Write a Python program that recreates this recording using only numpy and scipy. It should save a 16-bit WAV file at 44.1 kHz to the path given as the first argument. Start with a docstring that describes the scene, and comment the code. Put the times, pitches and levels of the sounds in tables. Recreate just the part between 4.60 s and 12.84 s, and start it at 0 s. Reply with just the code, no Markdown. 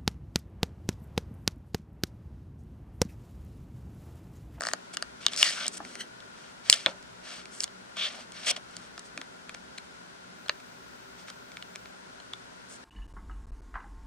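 """A flurry of dry snaps over a low cloth shuffle: fingers crumple stiff paper close to two microphone ports.
Creases are slip impulses exciting damped modes; rubs are dense random slips exciting the same modes.
A small plastic casing knocks, slides and clicks in the other hand;
later come sparser ticks, faint rubs and one loud casing click.
A soft room noise with mains hum, made of filtered noise, lies below; the loudest snaps overload the input."""
import sys
import numpy as np
from scipy import signal
from scipy.fft import rfft, irfft
from scipy.io import wavfile

SR = 44100
rng = np.random.default_rng(int(sys.argv[2]) if len(sys.argv) > 2 else 0)


def dump(signal):
    """Clip the signal to [-1, 1] and save it as 16-bit WAV at the path in sys.argv[1]."""
    limited = np.clip(np.atleast_2d(signal).T, -1, 1)
    pcm = np.round(limited * 32767).astype(np.int16)
    wavfile.write(sys.argv[1], SR, pcm)


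def gain_from_db(level_db):
    """Turn a decibel level (scalar or array-like) into a linear amplitude factor."""
    decades = np.asarray(level_db, float) / 20
    return 10 ** decades


N = 363472   # length [samples]

# Levels of paper and casing are those at the source, ahead of the echoes and the ports.
# Creases snapping: (time [s], facet ring [Hz], peak of the ring [dB], weight = thud over ring [dB],
# crispness = crack over ring [dB])
CREASE_SNAPS = [(0.0079, 1790, -31.5, 7.5, 6), (0.02, 1920, -40.5, 16, 11.5), (0.029, 2000, -38, 5, 0),
                (0.036, 4800, -29, 4.5, 4), (0.0515, 1900, -34, 8.5, 6), (0.0615, 4300, -36, -13, 4),
                (0.069, 4730, -26, 5, 4.5), (0.078, 5200, -39, -15, -2), (0.0867, 1900, -30, 7.5, 7),
                (0.1139, 1920, -35, 2, -9), (0.1348, 4900, -23, 4, 6.5), (0.3702, 2870, -20.5, -6.5, 1.5),
                (0.4246, 4750, -25.5, 2, 4.5), (0.6522, 2920, -33, -15, -5),
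                (0.6646, 3650, -6.5, -15.5, -0.5), (0.683, 3040, -23, -27, -4.5),
                (0.734, 3400, -23.5, -15, -2.5), (0.763, 2690, -31, -9, 9), (0.775, 5270, -24.5, -20, 3),
                (0.8132, 4100, -30, -3, -6), (0.8286, 2870, 0.5, -21, -6.5), (1.0576, 3200, -30, -1, -5),
                (1.066, 3370, -30.5, -21, 7), (1.0805, 4530, -33, -4, 15), (1.25, 2140, -35, -5, 0),
                (1.3542, 2040, -32, -7.5, 3.5), (1.6041, 3500, -37.5, -18, -5),
                (2.1272, 3120, -3.5, -25, -1.5), (2.14, 3180, -18.5, -27, -10),
                (2.2611, 3430, -6.5, -11, -12.5), (2.2665, 2190, -19, -3.5, -28),
                (2.427, 2240, -50.5, -9, 7), (2.706, 2840, -34, -13, -3), (2.856, 2290, -34.5, -14, -2),
                (3.005, 5570, -21, -32, 2.5), (3.025, 4800, -44, -16, 10), (3.0354, 4600, -28, -17, 7.5),
                (3.041, 3460, -24, -13, 7), (3.078, 3160, -38, -7, -3), (3.369, 3380, -33.5, 0, 2),
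                (3.7207, 3400, -40, -18.5, 6), (3.9642, 3000, -33.5, -2, 0), (4.1669, 3140, -36, -6, 8),
                (4.3784, 2420, -31.5, -2.5, -2), (4.3938, 4450, -43, -17, 10),
                (4.5762, 2450, -25.5, -5.5, -1.5), (4.6148, 2050, -28.5, -7.5, -3),
                (4.894, 2430, -28, -8, -3.5), (4.9467, 2280, -35, -1.5, 1), (5.1832, 4120, -28, -15, -4.5),
                (5.861, 4200, -40.5, 2, -6), (5.8835, 3340, -32, -12, -1), (6.0013, 2370, -43.5, -11, 0),
                (6.683, 2260, -37.5, -0.5, -5), (6.701, 3940, -34.5, -6, 2), (6.918, 2160, -39.5, -17, -3),
                (6.97, 2260, -29.5, -7.5, -6), (7.025, 2930, -27.5, -13.5, -9.5),
                (7.1533, 2330, -40, -2.5, -5), (7.158, 2340, -30, -8, 0.5), (7.2573, 2220, -38, -3, -10),
                (7.601, 4160, -38.5, -6, -5), (7.7348, 3480, -24.5, -12, -7.5)]
# Rubs of skin over paper: (time of fullest pressure [s], swell by 20 dB [s], fade by 20 dB [s],
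# scrape [dB], dryness = hiss over scrape [dB])
RUBS = [(0.06, 0.06, 0.096, -55, 2.5), (0.343, 0.012, 0.011, -50, 4.5), (0.628, 0.027, 0.044, -51, -8),
        (0.693, 0.025, 0.031, -51, -12), (0.737, 0.03, 0.03, -45, -5), (0.801, 0.034, 0.069, -38, 1.5),
        (1.02, 0.053, 0.07, -40, -10), (1.15, 0.039, 0.019, -51, 3), (1.175, 0.011, 0.0098, -49, 7.5),
        (1.29, 0.08, 0.098, -58.5, -0.5), (1.836, 0.12, 0.12, -60, -8), (2.091, 0.057, 0.0052, -49, -4.5),
        (2.109, 0.012, 0.02, -45, 12), (2.138, 0.009, 0.012, -36, 3), (2.272, 0.009, 0.055, -46.5, -10.5),
        (2.721, 0.099, 0.12, -48.5, -7), (2.965, 0.064, 0.044, -60.5, 8.5), (3.022, 0.031, 0.03, -53.5, 9),
        (3.425, 0.067, 0.1, -37, -16), (3.58, 0.14, 0.073, -51.5, -7), (3.79, 0.067, 0.062, -50.5, -8),
        (3.846, 0.022, 0.02, -42.5, -10), (3.884, 0.027, 0.015, -31, -2),
        (3.909, 0.017, 0.0076, -31.5, 1.5), (3.928, 0.0094, 0.032, -48.5, -20),
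        (4.22, 0.18, 0.069, -60, -4), (4.456, 0.018, 0.029, -63.5, 4.5), (4.945, 0.0036, 0.005, -43.5, -12),
        (5.18, 0.004, 0.0058, -41.5, -12), (6.603, 0.033, 0.035, -58.5, -4.5),
        (6.692, 0.025, 0.017, -55, -6), (8.127, 0.044, 0.052, -62.5, 10)]
# Abruptly starting rustles of the sheet that die away, mostly after a snap:
# (time [s], fade by 20 dB [s], scrape [dB], dryness [dB])
SHEET_RUSTLES = [(0.842, 0.19, -31, -5), (2.129, 0.14, -38.5, -5.5), (3.9633, 0.02, -39, -8)]
# One facet sings out under a rub: (time [s], half length [s], frequency [Hz], level [dB])
FACET_SONGS = [(0.8, 0.034, 5400, -32), (0.868, 0.044, 1890, -36), (0.998, 0.058, 1480, -43.5),
               (3.427, 0.057, 3340, -32), (3.563, 0.066, 735, -53.5), (0.872, 0.046, 4420, -36.5),
               (1.045, 0.039, 3340, -45), (3.894, 0.033, 3230, -30.5), (3.91, 0.0083, 5660, -35.5),
               (3.897, 0.038, 640, -47.5), (3.971, 0.013, 654, -50)]

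# Modes of the crumpled sheet in four groups, low to high: (frequency [Hz], level [dB], t60 [s])
SHEET_THUD_MODES = [(665, -1.5, 0.014), (1143, 1, 0.013), (1417, 8.5, 0.0062), (1830, 1.5, 0.011)]
SHEET_SCRAPE_MODES = [(2230, -2, 0.0079), (2775, -1.5, 0.0081), (3240, 2.5, 0.0047), (4300, 1, 0.0031)]
SHEET_CRACK_MODES = [(4593, 1.2, 0.0089), (5290, 3.6, 0.0064), (6330, 1.9, 0.004)]
SHEET_TICK_MODES = [(7080, 2.5, 0.0011), (8260, -3, 0.0053), (8510, -0.5, 0.0024), (9530, -8.5, 0.0014)]

# Small plastic casing knocked in the hand: (time [s], peak level [dB], main ring set by the grip [Hz],
# rattle over knock [dB])
CASING_KNOCKS = [(1.2028, -29.5, 807, -19), (2.2652, -24, 650, -8)]
# Modes of the hollow casing: (multiple of the main ring [ratio], level [dB], t60 [s])
HOLLOW_MODES = [(.37, -1.5, 0.046), (.84, -0.5, 0.052), (1.0, 3, 0.038), (1.49, 7.5, 0.011),
                (2.15, -4, 0.054)]
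# A catch on the casing clicks over: (time [s], peak level [dB], brightness [dB per octave],
# thin top crack over peak [dB])
CATCH_CLICKS = [(2.0979, 0.5, 10, -4), (5.894, -8.5, 0.5, -40)]
# Modes of the catch: (frequency [Hz], level [dB], t60 [s])
CATCH_BODY_MODES = [(566, -10, 0.016), (1040, -7.5, 0.0094), (1770, 1, 0.0086), (2820, -0.5, 0.0066),
                    (4050, 2.5, 0.0059), (4530, 2.5, 0.0062), (6350, -11.5, 0.0058), (7800, -18, 0.0027),
                    (8800, -23, 0.0036)]
# Catch skidding over its ridge: (time [s], length [s], first slip rate [Hz], last slip rate [Hz], level [dB])
RIDGE_SKIDS = [(2.0985, .0017, 2580, 9600, -0.63)]
# Thumb sliding over the smooth casing: (time [s], level [dB])
THUMB_SLIDE = [(1.24, -80), (1.3, -62), (1.385, -53.5), (1.408, -35), (1.435, -53), (1.47, -75)]
# Narrow bands in which the slide sings: (centre [Hz], width [Hz], level [dB])
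WHISTLE_BANDS = [(2050, 270, -1), (3120, 190, 1), (4300, 400, -1), (5960, 300, -1), (8350, 1200, -3)]

# Spectra of the sum and difference of the ports: (frequency [Hz], relative density [dB per Hz])
ROOM_SUM_COLOUR = [(18, -52), (30, -52), (64, -4.5), (88, -23), (109, -15), (244, -1.5), (276, -7.5),
                   (519, -9.5), (888, -11), (979, -9.5), (1220, -13.5), (1410, -3.5), (1680, -13),
                   (2410, -15.5), (5800, -19), (10200, -27.5), (13200, -94), (22000, -120)]
ROOM_DIFFERENCE_COLOUR = [(30, -36), (97, -16), (143, -13.5), (173, -12.5), (289, -11.5), (471, -15),
                          (631, -4), (696, -16), (1000, -7), (1250, -15.5), (1450, -6.5), (1700, -14.5),
                          (2300, -19.5), (4440, -20.5), (10200, -31.5), (13200, -80), (22000, -120)]
# Balance of the room noise: (frequency [Hz], left over right [dB])
ROOM_BALANCE = [(60, -3), (110, 0.5), (190, -1), (330, 0), (580, -0.5), (1010, 3), (1780, 8), (3140, -1.5),
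                (5520, 2), (9710, -2)]
# Wavering hum bands: (centre [Hz], width [Hz], level [dB])
HUM_BANDS = [(60.2, 4, -78), (120.4, 5.7, -69.5), (182, 7.2, -64.5), (254, 8.4, -69.5), (389.6, 7.9, -67.5)]
# Thin hiss at the very top, swelling for a while: (time [s], level [dB])
HISS_LEVEL = [(5.74, -79.5), (5.79, -72), (7.291, -71.5), (7.33, -79)]
# Its spectrum: (frequency [Hz], relative density [dB per Hz])
HISS_COLOUR = [(9500, -44), (10600, -19), (11700, -7), (12400, -16), (13500, -9), (15000, -1), (16000, -22)]
# Sleeve dragging on cloth: (time [s], level [dB])
SLEEVE_LEVEL = [(.0, -56), (.2, -68), (.95, -60.5), (1.15, -55.5), (1.45, -55), (1.65, -84), (4.5, -66),
                (4.6, -49.5), (4.7, -78)]
# Its dull, low spectrum: (frequency [Hz], relative density [dB per Hz])
SLEEVE_COLOUR = [(60, -36), (130, -14.0), (250, -1.5), (450, -8.5), (1200, -48)]

ROOM_SUM_DB, ROOM_DIFFERENCE_DB = -54, -50.5
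RING_T60_S = 0.0094
SLIP_S, LATER_SLIPS = 0.0005, 0.3      # typical spread of later slips, and their size beside the first
TICK_DB, TICK_PER_CRISP = -7.5, 1.76   # the topmost modes follow crispness more steeply than the crack
ROUNDNESS, RUSTLE_ROUNDNESS = 3.9, 1.2   # the dB fall grows as this power of the time from the top
RUSTLE_RISE_S = 0.0023
BODY_DB, BODY_PER_SCRAPE = -55, 0.74     # body of a rub when its scrape is -50 dB; dB per dB of scrape
SIZZLE_DB, SIZZLE_PER_DRY = -0.5, 0.43   # sizzle over scrape; dB per dB of dryness
SINGING_CYCLES, SINGING_LONGEST_S = 19, 0.014   # time to die by 60 dB, and its upper limit
RATTLE_PER_S, RATTLE_T60_S = 440, 0.19   # loose touches that follow a knock
KNOCK_CUT_HZ = 2200   # the pad of the hand softens the contact
CATCH_DELAY_S, CATCH_FIRST_TOUCH = 0.0008, 0.25   # a lighter touch precedes the full blow
ECHO_DB, ECHO_T60_S, ECHO_CUT_HZ = -17.5, 0.094, 1250
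PORT_LAG_S, PORT_TURN_RAD = 5.5e-5, 1.64   # lag in the bass; greatest phase turn
PORT_CUT_HZ, AIR_HZ, AIR_DB = 10300, 12400, -7.5
LEFT_LEAN_DB, PORT_GAIN_DB = 1.5, 1.5


def rms_one(x):
    """Normalisation to unit mean power."""
    return x / np.sqrt(np.mean(x ** 2) + 1e-20)


def peak_one(x):
    """Normalisation to unit peak height."""
    return x / np.max(np.abs(x))


def coloured(spectrum, channels=1):
    """Spectral shaping: white noise weighted by a level curve over log frequency, at unit power."""
    hz, level_db = np.transpose(spectrum)
    bins = np.maximum(np.fft.rfftfreq(N, 1 / SR), 1)
    shape = gain_from_db(np.interp(np.log(bins), np.log(hz), level_db))
    white = rng.standard_normal((channels, N))
    return rms_one(irfft(rfft(white) * shape, N))


def envelope(points, **outside):
    """Amplitude modulation: a level course in dB, linear between its points, turned into a gain."""
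    s, db = np.transpose(points)
    return gain_from_db(np.interp(np.arange(N) / SR, s, db, **outside))


def ring(clicks, hz, t60):
    """Damped resonance: a unit click excites an exponentially decaying sine of height 1."""
    r, w = gain_from_db(-60 / (t60 * SR)), 2 * np.pi * hz / SR
    return signal.lfilter([0, np.sin(w)], [1, -2 * r * np.cos(w), r * r], clicks + 1e-18)


def noise_band(noise, hz, width_hz):
    """Reciprocity of bandwidth and decay: a resonance of given width filters noise, at unit power."""
    return rms_one(ring(noise, hz, np.log(1000) / np.pi / width_hz))


def struck(clicks, modes, strengths, together=False):
    """Modal superposition: signs alternate from mode to mode, or all start alike for an abrupt crack."""
    total = 0
    for k, (strength, (hz, db, t60)) in enumerate(zip(strengths, modes)):
        sign = 1 if together else (-1) ** k
        total = total + strength * gain_from_db(db) * sign * ring(clicks, hz, t60)
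    return total


def above(x, hz):
    """Radiation cut-off: a small body radiates little below its modes."""
    return signal.sosfilt(signal.butter(3, hz, "high", fs=SR, output="sos"), x)


def grains(per_s, spread_db, clump_db):
    """Stick-slip as a clumped random process: fibre slips, mostly small, partly shared by the two ports."""
    knots = rng.standard_normal(N // 256 + 2)
    course = np.interp(np.arange(N) / 256, np.arange(len(knots)), knots)
    clumps = gain_from_db(clump_db * course)
    heights = gain_from_db(spread_db * np.minimum(rng.exponential(1, (3, N)), 5))
    sizes = heights * rng.choice([-1, 1], (3, N))
    common, *private = sizes * (rng.random((3, N)) < per_s * clumps / SR)
    return common + .5 * np.array(private)


def room():
    """Diffuse background: independent sum and difference noises, with narrow hum bands in the sum."""
    mid = gain_from_db(ROOM_SUM_DB) * coloured(ROOM_SUM_COLOUR)[0]
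    side = gain_from_db(ROOM_DIFFERENCE_DB) * coloured(ROOM_DIFFERENCE_COLOUR)[0]
    for hz, width_hz, db in HUM_BANDS:
        mid = mid + gain_from_db(db) * noise_band(rng.standard_normal(N), hz, width_hz)
    hz, lean_db = np.transpose(ROOM_BALANCE)
    lean = gain_from_db(np.interp(np.fft.rfftfreq(N, 1 / SR), hz, lean_db) / 2)
    return irfft(rfft([mid + side, mid - side]) * [lean, 1 / lean], N)


def top_hiss():
    """Band-shaped noise: a faint hiss in the topmost treble, independent at the two ports."""
    return envelope(HISS_LEVEL) * coloured(HISS_COLOUR, channels=2)


def sleeve():
    """Cloth friction: low, soft noise, the same at both ports."""
    return envelope(SLEEVE_LEVEL) * coloured(SLEEVE_COLOUR)


def slide():
    """Resonant friction: the thumb's rubbing noise sings faintly in a few narrow bands."""
    rub = rng.standard_normal(N)
    bands = sum(gain_from_db(db) * noise_band(rub, hz, width_hz) for hz, width_hz, db in WHISTLE_BANDS)
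    return envelope(THUMB_SLIDE, left=-200, right=-200) * rms_one(above(bands, 1500))


def knocks():
    """Impact excitation: each knock and the ragged rattle after it ring the hollow casing."""
    out, size = np.zeros(N), 8192
    for s, db, main_hz, rattle_db in CASING_KNOCKS:
        touches = rng.standard_normal(size) * (rng.random(size) < RATTLE_PER_S / SR)
        blow = touches * gain_from_db(rattle_db - 60 * np.arange(size) / SR / RATTLE_T60_S)
        blow[0] = 1
        blow = signal.lfilter(*signal.butter(2, KNOCK_CUT_HZ, fs=SR), blow)
        modes = [(main_hz * multiple, mode_db, t60) for multiple, mode_db, t60 in HOLLOW_MODES]
        out[round(s * SR):][:size] += gain_from_db(db) * peak_one(struck(blow, modes, np.ones(len(modes))))
    return out


def catches():
    """Double impact: a light touch, then the full blow; brightness tilts the modes and a crack is added."""
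    out, size = np.zeros(N), 2048
    hz = np.array(CATCH_BODY_MODES)[:, 0]
    for s, db, bright_db, crack_db in CATCH_CLICKS:
        blow = np.zeros(size)
        blow[[0, round(CATCH_DELAY_S * SR)]] = CATCH_FIRST_TOUCH, 1
        tilt = gain_from_db(bright_db * np.log2(hz / 3000))
        body = peak_one(above(struck(blow, CATCH_BODY_MODES, tilt), 350))
        crack = gain_from_db(crack_db) * peak_one(above(blow, 5800))
        out[round(s * SR):][:size] += gain_from_db(db) * (body + crack)
    return out


def skids():
    """Accelerating stick-slip: the slip rate climbs steadily while the level swells at once and stops dead."""
    out = np.zeros(N)
    for s, length, first_hz, last_hz, db in RIDGE_SKIDS:
        t = np.arange(int(length * SR)) / SR
        rate_hz = first_hz + (last_hz - first_hz) * t / length
        slips = np.sin(2 * np.pi * np.cumsum(rate_hz) / SR)
        out[round(s * SR):][:len(t)] += gain_from_db(db) * slips * np.sqrt(np.sin(np.pi * t / length))
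    return out


def singing_facets():
    """Sustained resonance: fibre slips keep a single facet ringing for the length of a rub."""
    t, total = np.arange(N) / SR, 0
    slips = grains(per_s=4000, spread_db=3.0, clump_db=3.0)
    for s, half, hz, db in FACET_SONGS:
        fall_db = np.minimum(20 * (np.abs(t - s) / half) ** ROUNDNESS, 200)
        facet = ring(slips, hz, min(SINGING_CYCLES / hz, SINGING_LONGEST_S))
        total = total + gain_from_db(db - fall_db) * rms_one(above(facet, hz / 2))
    return total


def strokes():
    """Friction-driven modes: dense fibre slips ring the whole sheet in smooth rubs and abrupt rustles."""
    t, power = np.arange(N) / SR, np.zeros((4, N))
    rubs = [(*row, ROUNDNESS) for row in RUBS]
    rubs += [(s, RUSTLE_RISE_S, *rest, RUSTLE_ROUNDNESS) for s, *rest in SHEET_RUSTLES]
    for s, swell, fade, scrape_db, dry_db, roundness in rubs:
        now = slice(max(int((s - 2 * swell) * SR), 0), int((s + 2 * fade) * SR))
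        away = np.where(t[now] < s, (s - t[now]) / swell, (t[now] - s) / fade)
        body_db = BODY_DB + BODY_PER_SCRAPE * (scrape_db + 50)
        sizzle_db = scrape_db + SIZZLE_DB + SIZZLE_PER_DRY * dry_db
        level_db = np.array([body_db, scrape_db, sizzle_db, scrape_db + dry_db])
        power[:, now] += gain_from_db(level_db[:, None] - 20 * away ** roundness) ** 2
    coarse = grains(per_s=4000, spread_db=3.0, clump_db=4.0)
    fine = grains(per_s=6000, spread_db=3.0, clump_db=3.0)
    # body, scrape, sizzle and hiss: (slips, modes, lower cut-off in Hz)
    groups = [(coarse, SHEET_THUD_MODES, 400), (coarse, SHEET_SCRAPE_MODES, 1900),
              (coarse + fine, SHEET_CRACK_MODES, 4300), (fine, SHEET_TICK_MODES, 6800)]
    total = 0
    for p, (slips, modes, hz) in zip(power, groups):
        total = total + np.sqrt(p) * rms_one(above(struck(slips, modes, np.ones(4)), hz))
    return total


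def snaps():
    """Buckling: a crease yields in a few quick slips that strike the facet's ring and the sheet's modes."""
    size = 2048
    out = np.zeros((2, N + size))
    chance = rng.standard_normal((len(CREASE_SNAPS), 60))
    for (s, hz, ring_db, weight_db, crisp_db), z in zip(CREASE_SNAPS, chance):
        tick_db = TICK_DB + TICK_PER_CRISP * crisp_db
        peak_db = ring_db + np.array([weight_db, 0, crisp_db, tick_db])
        slips = np.zeros(size)
        slips[0] = 1
        slips[(np.abs(z[:3]) * SLIP_S * SR).astype(int) + 2] += LATER_SLIPS * z[3:6]
        at = round(s * SR)
        for side in range(2):
            # each port hears the modes with slightly other strengths
            own = gain_from_db(1.5 * z[15:30] + 2 * z[30 + 15 * side:45 + 15 * side])
            facet = ring(slips, hz, RING_T60_S) + .5 * struck(slips, SHEET_SCRAPE_MODES, own[4:])
            parts = [above(struck(slips, SHEET_THUD_MODES, own), 296),
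                     above(facet, 2340),
                     above(struck(slips, SHEET_CRACK_MODES, own[8:], together=True), 4000),
                     above(struck(slips, SHEET_TICK_MODES, own[11:]), 3750)]
            out[side, at:at + size] += sum(gain_from_db(db) * peak_one(part) for db, part in zip(peak_db, parts))
    return out[:, :N]


def echoes(x):
    """Early reflection: hands and soft cloth return a short, dull smear, different at each port."""
    t = np.arange(int(.25 * SR)) / SR
    smear = rng.standard_normal((2, len(t))) * gain_from_db(-60 * t / ECHO_T60_S) * (t > .0012)
    smear = signal.lfilter(*signal.butter(1, ECHO_CUT_HZ, fs=SR), smear)
    smear /= np.sqrt(np.sum(smear ** 2, axis=1, keepdims=True))
    return gain_from_db(ECHO_DB) * signal.fftconvolve(x, smear, axes=1)[:, :N]


def ports(left, right):
    """Arrival differences and port filtering: the right is later and softer, and both dip near the top."""
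    turn = 2 * np.pi * np.fft.rfftfreq(N, 1 / SR) * PORT_LAG_S / PORT_TURN_RAD
    # the lag shrinks toward the treble
    right = irfft(rfft(right) * np.exp(-1j * PORT_TURN_RAD * np.tanh(turn)), N)
    near = np.array([left * gain_from_db(LEFT_LEAN_DB / 2), right * gain_from_db(-LEFT_LEAN_DB / 2)])
    # the ports close steeply at the top, dip, and let a little air through above
    closed = signal.sosfilt(signal.butter(8, PORT_CUT_HZ, fs=SR, output="sos"), near)
    return gain_from_db(PORT_GAIN_DB) * (closed + gain_from_db(AIR_DB) * above(near, AIR_HZ))


def scene():
    """Superposition: paper and casing, nearer the left port, add to the cloth and room noise."""
    handled = slide() + knocks() + catches() + skids() + singing_facets() + strokes() + snaps()
    left, right = handled + echoes(handled)
    return room() + top_hiss() + sleeve() + ports(left, right)


def roll_off(x):
    """The treble ends steeply here."""
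    return signal.sosfilt(signal.butter(12, 15800, fs=SR, output="sos"), x)


def record(dry):
    """Hard clipping: the input overloads at full scale."""
    mix = np.clip(dry, -1, 1)
    return roll_off(mix)


dry = scene()
out = record(dry)
dump(out)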